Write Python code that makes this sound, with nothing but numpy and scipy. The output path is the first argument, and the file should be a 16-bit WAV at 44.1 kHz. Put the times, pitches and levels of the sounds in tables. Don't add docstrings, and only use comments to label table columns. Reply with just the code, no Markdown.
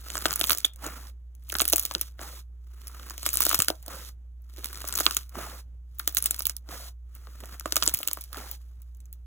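import sys
import numpy as np
from scipy import signal
from scipy.fft import rfft, irfft
from scipy.io import wavfile
from scipy.ndimage import uniform_filter1d

SR = 44100
rng = np.random.default_rng(int(sys.argv[2]) if len(sys.argv) > 2 else 0)


def wrap_up_sound(samples):
    columns = np.atleast_2d(samples).T
    tamed = np.clip(columns, -1, 1)
    steps = np.round(tamed * 32767).astype(np.int16)
    wavfile.write(sys.argv[1], SR, steps)


N = 408366

# t/s, snap/dB, its bright part over its dull part/dB,
# upper pop/dB, lower pop/dB, table knock/dB
POCKETS = [(0.1024, -26.5, -7, -26.5, -35.5, -48.5), (0.1545, -21, -18, -30, -22, -38),
           (0.171, -30.5, -9, -26, -26, -41.5), (0.1791, -24.5, -18.5, -32, -29.5, -41),
           (0.2221, -33, 6.5, -26.5, -36, -56.5), (0.2564, -20.5, -10, -9.5, -11.5, -22),
           (0.2643, -21.5, -16, -15, -47.0, -46), (0.3082, -25.5, -7.5, -14.5, -23.5, -49),
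           (0.3294, -20.5, 11.5, -24, -27.5, -48), (0.338, -24.5, -8, -31, -38.5, -61),
           (0.3592, -16.5, 14.5, -32.5, -32, -65), (0.402, -22, 17.5, -35.5, -37.5, -42.5),
           (0.4127, -14, -9.5, -9.5, -24, -31.5), (0.4409, -19.5, 6.5, -11, -25, -61.5),
           (0.4711, -20, 6.5, -33, -47.5, -61), (0.496, -9.5, 8.5, -16.5, -21, -46.5),
           (0.5059, -18, -1.5, -11, -17.5, -36), (0.511, -14, 4.5, -24, -44, -55.5),
           (0.519, -11.5, 9, -21.5, -25.5, -37), (0.53, -16, 11.5, -19, -26.0, -50.5),
           (0.5492, -22.5, 1, -30.5, -37.5, -44.5), (0.6477, -19.5, 2.5, -37, -29, -39),
           (0.865, -27, 0, -35, -29, -28.5), (1.5007, -32.5, -2.5, -25, -63.5, -52),
           (1.5214, -27, -0.5, -37, -47, -52), (1.5265, -47, 6, -25.5, -24.5, -41),
           (1.5412, -25, 12, -35.5, -33.5, -62.5), (1.553, -26, -4.5, -16, -19, -36),
           (1.5858, -21.5, 3.5, -30.5, -35.5, -48.5), (1.596, -19.5, -6.5, -21, -37.5, -51.5),
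           (1.6033, -24.5, -10.5, -8, -16, -34.5), (1.6107, -13.5, 11.5, -24.5, -50, -50),
           (1.6185, -9.5, -2, -16, -27.5, -29.5), (1.6538, -20, 4.5, -22, -31, -44),
           (1.6794, -13, 13.5, -30, -38, -50.5), (1.6998, -19, 7, -36, -42, -55.5),
           (1.723, -16, 10.5, -36, -41, -40), (1.728, -7.5, 7, -18, -27, -39.5),
           (1.734, -10.5, -0.5, -6.5, -26, -21.5), (1.76, -9, 10.5, -41, -37.5, -52.5),
           (1.7818, -14.5, 6, -38, -31, -46.5), (1.796, -13, 7, -30.5, -42.5, -50.5),
           (1.8334, -23.5, 14, -38.5, -42.5, -50.5), (1.8529, -17, 4, -18, -34.5, -44),
           (1.912, -27, -9, -24.5, -26, -41.5), (1.9504, -30, -6, -8.5, -26, -34.5),
           (2.0127, -13.5, 9.5, -21.5, -36, -45.5), (2.1931, -60, -11, -36, -35, -43),
           (2.2147, -36, -17, -45, -41, -38.5), (2.9972, -47, -1.5, -36, -37, -59),
           (3.1076, -31, -8.5, -39, -32.5, -50.5), (3.1798, -27.5, -2.5, -30.5, -53.5, -51),
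           (3.2304, -25.5, -2.5, -40.5, -37.5, -47.5), (3.2562, -24.5, -2.5, -24.5, -33.5, -57.5),
           (3.2635, -8.5, -4.5, -15, -21, -32.5), (3.29, -17.5, -12.5, -29.5, -39, -52),
           (3.3319, -16.5, 6.5, -42.5, -41.5, -60.5), (3.3398, -14.5, 13, -43.5, -33, -58.5),
           (3.356, -17, 16, -38.5, -36.5, -45.5), (3.372, -12, 8, -35.5, -41, -46.5),
           (3.4056, -8, 6.5, -19.5, -18, -39.5), (3.4207, -13.5, 1.5, -27, -25.5, -49.5),
           (3.4292, -15.5, 2.5, -22.5, -31.5, -43), (3.4526, -10, 9, -22, -30, -38.5),
           (3.466, -13.5, 12, -13.5, -22.5, -28.5), (3.493, -8.5, 9.5, -30.5, -40.5, -53),
           (3.5039, -20, -8.5, -21, -27, -45.5), (3.5138, -24.5, 7, -22, -17, -45.5),
           (3.5305, -34, 0, -20, -20.5, -35), (3.545, -9.5, 3.5, -13.5, -19, -35),
           (3.5475, -11.5, 7, -27, -40, -50), (3.5556, -18.5, 9.5, -36.5, -40, -57.5),
           (3.5904, -10, 14.5, -29, -35, -34.5), (3.6024, -9.5, -5.5, -20, -19.5, -47.5),
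           (3.621, -10, -2.5, -27, -25, -43), (3.684, -9.5, -1.5, -14.5, -17.5, -33),
           (3.7024, -24, -6, -15.5, -27.5, -23.5), (3.881, -28.5, 16, -32, -62, -36.5),
           (4.6443, -18.5, -1.5, -23.5, -36, -65), (4.6575, -24.5, 3, -41, -36, -68),
           (4.7299, -29.5, 12, -36, -38, -60), (4.8427, -37.5, 8, -36.5, -30.5, -37.5),
           (4.9257, -24, -10, -25.5, -39, -62.5), (4.9392, -24, 4.5, -38, -30.5, -55.5),
           (4.954, -18.5, -7, -30, -36.5, -52), (4.9581, -21, 0.5, -34.5, -37.5, -46.5),
           (4.9777, -19.5, 14.5, -24, -29.5, -73), (4.988, -19, 3.5, -22.5, -26, -46.5),
           (5.0017, -17, 5, -26.5, -33.5, -40), (5.0058, -15.5, -3.5, -20.5, -21, -29),
           (5.0558, -19.5, 10.5, -30.5, -47.5, -54.5), (5.065, -15, -13.5, 1.5, -10.5, -34.5),
           (5.11, -18, -4.0, -16.5, -25, -45.5), (5.1685, -8, 3.5, -23, -23, -45),
           (5.355, -40, -11, -40, -28.5, -46), (5.3867, -52, -4, -46, -45, -31),
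           (5.995, -20.5, 28, -38, -44, -57), (5.9986, -46, -10, -25.5, -25.5, -55),
           (6.0767, -9, 2, -16, -26.5, -36.5), (6.1484, -14.5, 15, -33, -46.5, -64),
           (6.17, -10.5, 3.5, -14, -24, -44), (6.1824, -18, 0, -31.5, -37.5, -54),
           (6.1864, -18.5, 19, -34, -48, -67), (6.2249, -15, 15, -35, -39, -69),
           (6.2592, -9, 3.5, -25, -32, -44.5), (6.3093, -14, 4, -40, -32, -43.5),
           (6.3444, -24.5, -1.5, -43, -44.5, -67), (6.3929, -16.5, 12.5, -43, -39, -52),
           (6.406, -28, 0, -21, -32, -44.5), (6.455, -15, 23, -17, -42, -50),
           (6.4683, -13, 10, -33, -36.5, -60), (6.4964, -18, -2, -45, -37, -51),
           (6.5665, -26.5, 9, -32, -73, -75), (6.69, -43, -12.5, -34, -40, -38.5),
           (7.2713, -64, -7, -43, -39, -54.5), (7.4372, -46, 0, -37, -43, -42),
           (7.609, -38, -13, -29, -36, -52), (7.658, -30.5, -12, -31.5, -18.5, -26),
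           (7.7234, -16, -5.5, -12, -28, -32), (7.758, -14.5, -2, -32, -27.5, -44),
           (7.7658, -9.5, -5, -21.5, -28.5, -37), (7.7676, -14, -9.5, -15.5, -18, -30),
           (7.7772, -20.5, -5, -30, -44, -59), (7.8253, -21, -14, -10.5, -18.5, -37.5),
           (7.8327, -21, -4, -14.5, -26.5, -44.5), (7.838, -19, 5, -31.5, -41, -64.5),
           (7.8637, -22, 9, -17, -29, -63), (7.8768, -10, -14.5, -11, -34, -27),
           (7.888, -22.5, 10.5, -22, -46, -44.5), (7.895, -22, -1.5, -26, -35, -61),
           (7.94, -11.5, 8.5, -37, -34.5, -49), (8.0039, -32.5, 10, -48.5, -43, -39),
           (8.031, -23, 17, -20.5, -34.5, -58), (8.0753, -15, 3, -45, -54, -44.5),
           (8.0849, -20.5, -4.5, -20.5, -31, -47), (8.1131, -27, -7.5, -26, -34, -48),
           (8.132, -17, 12, -35, -51, -52), (8.1728, -35, 8, -49, -29, -41),
           (8.3299, -32, 14, -31, -36, -58), (8.3454, -56, -3.5, -33, -29.5, -59),
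           (8.3711, -34.5, -1.5, -30.5, -57, -36.5)]
# t/s, snap/dB
THREADS = [(0.0134, -45.5), (0.1691, -27.5), (0.1887, -30.5), (0.2259, -31), (0.2596, -22.5), (0.3947, -21),
           (0.4457, -25), (0.4634, -25.0), (0.4849, -23), (0.5322, -17.5), (0.5742, -25.0), (0.5844, -18.5),
           (0.6044, -28), (0.6528, -17.5), (0.7358, -43), (0.7603, -40), (1.3515, -49.5), (1.4381, -52.5),
           (1.4911, -36.5), (1.4969, -30), (1.524, -26.0), (1.5672, -24.5), (1.6869, -18), (1.7671, -20.0),
           (1.8133, -29), (1.8263, -27), (1.8606, -26), (1.9386, -30), (2.8715, -32.0), (2.8803, -30.0),
           (3.0984, -30.5), (3.2722, -22.5), (3.3046, -26), (3.3437, -21.5), (3.4371, -19.5),
           (3.5288, -15.5), (3.6462, -26.5), (3.8274, -38.5), (3.8622, -33.0), (4.4209, -54.5),
           (4.8756, -29.5), (4.8788, -23.5), (4.8873, -27.5), (4.973, -19.5), (5.1479, -21.5),
           (5.2938, -39), (5.9498, -57), (5.986, -34), (6.0108, -41), (6.1255, -34), (6.1762, -17.5),
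           (6.2044, -34), (6.2417, -21), (6.3635, -29), (6.3877, -37), (6.4215, -21.5), (6.4318, -36),
           (7.1511, -34), (7.4044, -39), (7.4571, -37), (7.5975, -27), (7.7073, -45), (7.8577, -23),
           (7.946, -15.5), (7.9725, -26), (7.9891, -26), (8.0156, -32), (8.2101, -30.5), (8.2135, -30),
           (8.2191, -38), (8.2395, -30.5), (8.5137, -25.5), (8.8195, -43.5), (8.9485, -54), (8.9701, -53),
           (9.0038, -44.5), (9.0564, -48.5), (9.1285, -32.5)]
# f/Hz, level/dB, time to fade by 60 dB/s
TABLE_TONES = [(319.6, -4, 0.072), (648, 1.5, 0.029)]
POP_LEAD_S = .0004


def gain_of(db):
    return 10 ** (np.asarray(db) / 20)


def evened(x):
    return x / np.sqrt(np.mean(x ** 2) + 1e-20)


def wobble(length, smoothing):
    return evened(uniform_filter1d(rng.standard_normal(length), smoothing))


def value_at(points, hz):
    f, value = np.transpose(points)
    return np.interp(np.log(hz + 1), np.log(f + 1), value)


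def add(mix, start_s, sound):
    part = mix[round(start_s * SR):][:len(sound)]
    part += sound[:len(part)]


def coloured(x, points):
    hz = np.fft.rfftfreq(x.shape[-1], 1 / SR)
    bass_cut_db = 30 * np.log2(.7 * points[0][0] / (hz + 1)).clip(0)
    return irfft(rfft(x) * evened(gain_of(value_at(points, hz) - bass_cut_db)), x.shape[-1])


def glide(t, hz, extra, fall_s):
    return 2 * np.pi * hz * (t + extra * fall_s * (1 - np.exp(-t / fall_s)))


def swell(t, rise_s):
    return t / rise_s * np.exp(1 - t / rise_s)


def hum():
    # f/Hz, average level/dB
    tones = [(60, -42.5), (180, -74)]
    t = np.arange(N) / SR
    waver = evened(sum(np.sin(2 * np.pi * (hz * t + rng.random())) for hz in np.geomspace(1, 12, 20)))
    steady = sum(gain_of(db) * np.sin(2 * np.pi * hz * t) for hz, db in tones)
    return np.sqrt(2) * gain_of(.5 * waver) * steady


def hiss():
    # f/Hz, relative level/dB
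    colour = [(30, 0), (100, 1), (200, -14.5), (400, -23), (1000, -33.5), (3000, -41), (15500, -48),
              (16100, -68)]
    level_db = -61 + 1.3 * wobble(N, 2500)
    return gain_of(level_db) * coloured(rng.standard_normal((3, N)), colour)


def snaps():
    # f/Hz, relative level/dB
    dull_colour = [(3200, -9), (5000, -7), (7000, -1), (9000, -2), (12000, -8), (16600, -31.5)]
    # f/Hz, relative level/dB
    bright_colour = [(5000, -29.5), (9000, -3.5), (11000, -1.5), (15500, 2.5), (16000, -4.5),
                     (16600, -17.5)]
    dull, bright = np.zeros((2, N))
    rip_at = 200
    t = (np.arange(900) - rip_at) / SR
    after = t.clip(0)
    strain = gain_of(-23) * np.exp(t.clip(None, 0) / .002) * (t <= 0)
    shape = strain + swell(after, .00019) + .2 * np.exp(-after / .003) * (t > 0)
    events = POCKETS + [(s, db, 5.5 + 6 * rng.standard_normal()) for s, db in THREADS]
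    for s, db, bright_db, *_ in events:
        ragged, *noises = rng.standard_normal((3, len(t)))
        bright_share = 1 / (1 + gain_of(-2 * bright_db))
        shares = 1 - bright_share, bright_share
        for mix, noise, share, hz in zip((dull, bright), noises, shares, (5500, 11000)):
            whistle_hz = hz * np.exp(.35 * np.tanh(noise[0]))
            whistle = np.cos(glide(after, whistle_hz, .33, .00045))
            crack = shape * (gain_of(7.6 * ragged) * noise + 1.1 * whistle)
            strength = np.sqrt(np.mean(crack[rip_at:rip_at + 40] ** 2))
            add(mix, s - rip_at / SR, gain_of(db) * np.sqrt(share) * crack / strength)
    return coloured(dull, dull_colour) + coloured(bright, bright_colour)


def seething(events, offset_db, t):
    seconds, db = np.transpose(events)
    step_s, fade_s = t[1], .013
    kicks = np.bincount(np.ceil(seconds / step_s).astype(int), gain_of(2 * (db + offset_db)), len(t))
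    return signal.lfilter([1], [1, -np.exp(-2 * step_s / fade_s)], kicks)


def kneading():
    # touch/s, middle/s (where the fizz changes slope), end/s,
    # fizz at each of those three times/dB, squelch over fizz/dB, crackle over fizz/dB
    squeezes = [(0.052, 0.465, 0.63, -52, -43.5, -56, -3, 2), (1.5, 1.695, 2.063, -59, -46.5, -54, -8, 1),
                (2.671, 2.86, 3.13, -75, -61.5, -53, 2, -4),
                (3.216, 3.528, 3.86, -45, -33, -72, -13.5, -6.5),
                (4.409, 4.614, 5.04, -84.5, -52.5, -48.5, -3, 2),
                (4.88, 5.0, 5.21, -67.5, -40.5, -48, -12, -4),
                (6.006, 6.304, 6.53, -58, -50, -63, -5.5, -6.5),
                (7.156, 7.42, 7.54, -66.5, -61.5, -52.5, 4.5, -12),
                (7.66, 7.844, 8.62, -55.5, -41.5, -78, -7.5, -3.5),
                (8.621, 8.75, 9.84, -69.5, -76.5, -93, -1, -8.5)]
    # t/s, length/s, fizz/dB, squelch at its peak/dB, rise/s
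    releases = [(0.781, 0.31, -54, -38.5, 0.06), (2.177, .22, -48.5, -42.5, 0.034),
                (3.832, 0.26, -47.5, -43.5, 0.079), (5.322, 0.28, -51, -37.5, 0.063),
                (6.667, .22, -47, -42, 0.043), (8.311, 0.24, -49, -42.5, 0.054)]
    onset_rate, fade_rate, let_go_rate, drain_rate = 207, 301.5, 619, 80.5
    step_s, resting_db = .001, -84.5
    t = np.arange(0, N / SR + step_s, step_s)
    pressed, wet, crisp, peeled, draining = np.zeros((5, len(t)))
    for touch, middle, end, *fizz_db, squelch_db, crackle_db in squeezes:
        level_db = np.interp(t, [touch, middle, end], fizz_db)
        level_db -= onset_rate * (touch - t).clip(0) + fade_rate * (t - end).clip(0)
        pressed += gain_of(2 * level_db)
        wet += gain_of(2 * (level_db + squelch_db))
        crisp += gain_of(2 * level_db) * crackle_db
    for start, length, fizz_db, squelch_db, rise in releases:
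        stretch_db = -36.5 - onset_rate * (start - .058 - t).clip(0)
        climb_db = -24 / rise * (start + rise - t).clip(0)
        shape_db = np.maximum(climb_db, stretch_db) - let_go_rate * (t - start - length).clip(0)
        peeled += gain_of(2 * (fizz_db + shape_db))
        draining += gain_of(2 * (squelch_db + shape_db - drain_rate * (t - start - rise).clip(0)))
    after_snaps = seething([row[:2] for row in POCKETS + THREADS], -23.5, t)
    after_pops = seething([(s, lower_db) for s, *_, lower_db, _ in POCKETS], -20.5, t)
    smooth = peeled + gain_of(2 * resting_db)
    fizz = pressed + after_snaps + smooth
    squelch = wet + after_pops + draining + gain_of(2 * (resting_db - 3.5))
    crackle_db = (crisp - .5 * after_snaps - 12.5 * smooth) / fizz
    levels = 10 * np.log10(fizz), 10 * np.log10(squelch), crackle_db, 10 * np.log10(draining + 1e-20) - 6
    return [np.interp(np.arange(N) / SR, t, level) for level in levels]


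def sticky_film(fizz_db, squelch_db, crackle_db):
    # f/Hz, relative level/dB
    fizz_colour = [(1500, -11.5), (2500, -5.5), (3800, 4.5), (6000, 2.5), (7500, 1), (10000, 0.5),
                   (15500, 3), (16100, -34.5)]
    # f/Hz, relative level/dB
    squelch_colour = [(80, -7), (150, -4), (320, -3.5), (600, -8.5), (900, -10), (1300, 0), (1600, -6.5),
                      (3000, -14)]
    crackles_per_s = 260
    sizes = gain_of(7 * np.minimum(rng.exponential(1, N), 2.5))
    sizes *= rng.random(N) < crackles_per_s / SR
    power = signal.oaconvolve(sizes ** 2, swell(np.arange(200) / SR, .00032))[:N].clip(0)
    crackle = gain_of(crackle_db) * evened(np.sqrt(power) * rng.standard_normal(N))
    flutter_db = .12 * (crackle_db + 25.5).clip(0) * wobble(N, 220)
    lumps_db = .18 * (crackle_db + 27.5).clip(0) * wobble(N, 400)
    fizz = gain_of(fizz_db) * (gain_of(flutter_db) * rng.standard_normal(N) + crackle)
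    squelch = gain_of(squelch_db) * (gain_of(lumps_db) * rng.standard_normal(N) + crackle)
    return coloured(fizz, fizz_colour) + coloured(squelch, squelch_colour)


def pops():
    out, t = np.zeros(N), np.arange(900) / SR
    for s, _, _, upper_db, lower_db, knock_db in POCKETS:
        luck = rng.standard_normal(5)
        upper = np.cos(glide(t, 2000 * np.exp(.13 * luck[0]), 1.9, .00086) + 3 * luck[1])
        lower = np.cos(glide(t, 1270 * np.exp(.074 * luck[2]), .99, .00029) + 3 * luck[3])
        gulp = .85 * np.sin(glide(t, 300 * np.exp(.12 * luck[4]), 2.2, .0025))
        for tone, db, rise_s in (upper, upper_db, .00036), (lower, lower_db, .00075), (gulp, knock_db, .0019):
            add(out, s - POP_LEAD_S, gain_of(db) * tone * swell(t, rise_s))
    return out


def table_knocks():
    kicks, t = np.zeros(N), np.arange(3000) / SR
    for s, *_, knock_db in POCKETS:
        add(kicks, s - POP_LEAD_S, gain_of([knock_db]))
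    ring = sum(gain_of(db - 60 * t / fade_s) * np.sin(2 * np.pi * hz * t) for hz, db, fade_s in TABLE_TONES)
    return signal.oaconvolve(kicks, ring * (1 - np.exp(-t / .0003)))[:N]


def air_puffs():
    # t/s, level/dB, pitch scale/Hz, dip scale/dB, recovery/s
    puffs = [(.53, -56, 240, -9.5, 0.17), (1.831, -53.5, 245, -9.5, 0.08), (3.589, -28, 352, -5.5, 0.26),
             (7.939, -37.5, 315, -20, 0.17)]
    thumps, dips = np.zeros((2, N))
    t = np.arange(SR) / SR
    for s, db, hz, dip_db, recovery in puffs:
        add(thumps, s, gain_of(db) * np.sin(glide(t, .2 * hz, 6.8, .0036)) * swell(t, .0063))
        add(dips, s, dip_db * (1 - np.exp(-t / .018)) * np.exp(-(t / recovery) ** 2))
    return thumps, dips


def squeak():
    # t/s, level/dB, f/Hz, length/s
    leaks = [(0.646, -9.5, 3464, 0.0054)]
    out, t = np.zeros(N), np.arange(6000) / SR
    for s, db, hz, length in leaks:
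        phase = 2 * np.pi * hz * t
        burst = np.sin(np.pi * (t / length).clip(0, 1)).clip(0) ** .39
        quiver = .11 * wobble(len(t), 110) * np.exp(-t / .022) * (t > length)
        add(out, s, gain_of(db) * ((burst + quiver) * np.sin(phase) + .13 * burst * np.cos(2 * phase)))
    return out


def gurgles(level_db):
    out, t = np.zeros(N), np.arange(900) / SR
    gurgles_per_s, pitches_hz = 260, 1020 * np.exp(np.linspace(-.7, .7, 7))
    for hz in pitches_hz:
        closings = rng.uniform(.15, 1, N) ** 2 * (rng.random(N) < gurgles_per_s / len(pitches_hz) / SR)
        blip = np.sin(glide(t, hz, .52, 1.1 / hz)) * swell(t, 1.8 / hz)
        out += signal.oaconvolve(closings, blip)[:N]
    return gain_of(level_db) * evened(out)


def soft_thuds():
    # t/s, level/dB
    landings = [(1.606, -30), (1.953, -29), (3.002, -41), (4.576, -32), (5.364, -24), (7.272, -40),
                (7.421, -36), (8.367, -45)]
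    out, t = np.zeros(N), np.arange(4000) / SR
    hz, _, fade_s = TABLE_TONES[0]
    push = 1 - np.exp(-(t / .0066) ** 2)
    for (s, db), detune in zip(landings, rng.uniform(.8, 1.1, len(landings))):
        ring = np.sin(glide(t, hz * detune, .3, .006)) * evened(.6 + wobble(len(t), 120))
        add(out, s, gain_of(db - 60 * t / fade_s) * ring * push)
    return out


def microphone(x):
    # f/Hz, phase/radians
    left_lead = [(0, 0), (860, .2), (1640, .1), (2330, 1.2), (3010, .9), (3500, 1.8), (4400, 2.7),
                 (5080, 3.5), (6370, 5.7), (9000, 9.5), (15600, 19.2)]
    # f/Hz, left minus right/dB
    balance = [(60, -1.5), (140, -3), (400, -5.5), (800, -6.5), (1300, -1.5), (2400, -1), (4000, -1)]
    hz = np.fft.rfftfreq(N, 1 / SR)
    half_gap = gain_of(value_at(balance, hz) / 2) * np.exp(.5j * np.interp(hz, *np.transpose(left_lead)))
    return irfft(rfft(x) * np.array([half_gap, 1 / half_gap]), N)


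def room(x):
    # f/Hz, time to fade by 60 dB/s
    fade_times = [(200, 0.054), (1000, 0.2), (4000, 0.017), (12000, 0.074)]
    echoes = np.zeros((2, SR // 2))
    arrivals = np.arange(200, SR // 2 - 20, 20) + rng.integers(0, 20, (2, (SR // 2 - 201) // 20))
    np.put_along_axis(echoes, arrivals, rng.choice([-1., 1.], arrivals.shape), 1)
    hz, t, bands = signal.stft(echoes, SR, nperseg=256)
    fade = gain_of(-60 * t / value_at(fade_times, hz)[:, None])
    tail = signal.istft(bands * fade, SR, nperseg=256)[1]
    return signal.fftconvolve(x[None], tail / np.linalg.norm(tail[0]), axes=1)[:, :N]


def scene():
    fizz_db, squelch_db, crackle_db, gurgle_db = kneading()
    slime = snaps() + pops() + table_knocks() + soft_thuds()
    slime += sticky_film(fizz_db, squelch_db, crackle_db) + gurgles(gurgle_db) + squeak()
    thumps, dip_db = air_puffs()
    shared_hiss, *side_hiss = hiss()
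    lows = uniform_filter1d(slime, size=24)
    side_db = 2.4 * wobble(N, 150)
    treble = microphone(slime - lows) * gain_of([side_db, -side_db])
    steady = microphone(lows + thumps + hum() * gain_of(dip_db) + shared_hiss)
    return steady + treble + gain_of(-16.5) * room(slime) + .5 * np.array(side_hiss)


def record(dry):
    rounded = dry / (1 + abs(dry) ** 4) ** .25
    treble_cut = signal.firwin(511, 16750, window=("kaiser", 9), fs=SR)
    return .9 * signal.oaconvolve(rounded, treble_cut[None], "same")


dry = scene()
out = record(dry)
wrap_up_sound(out)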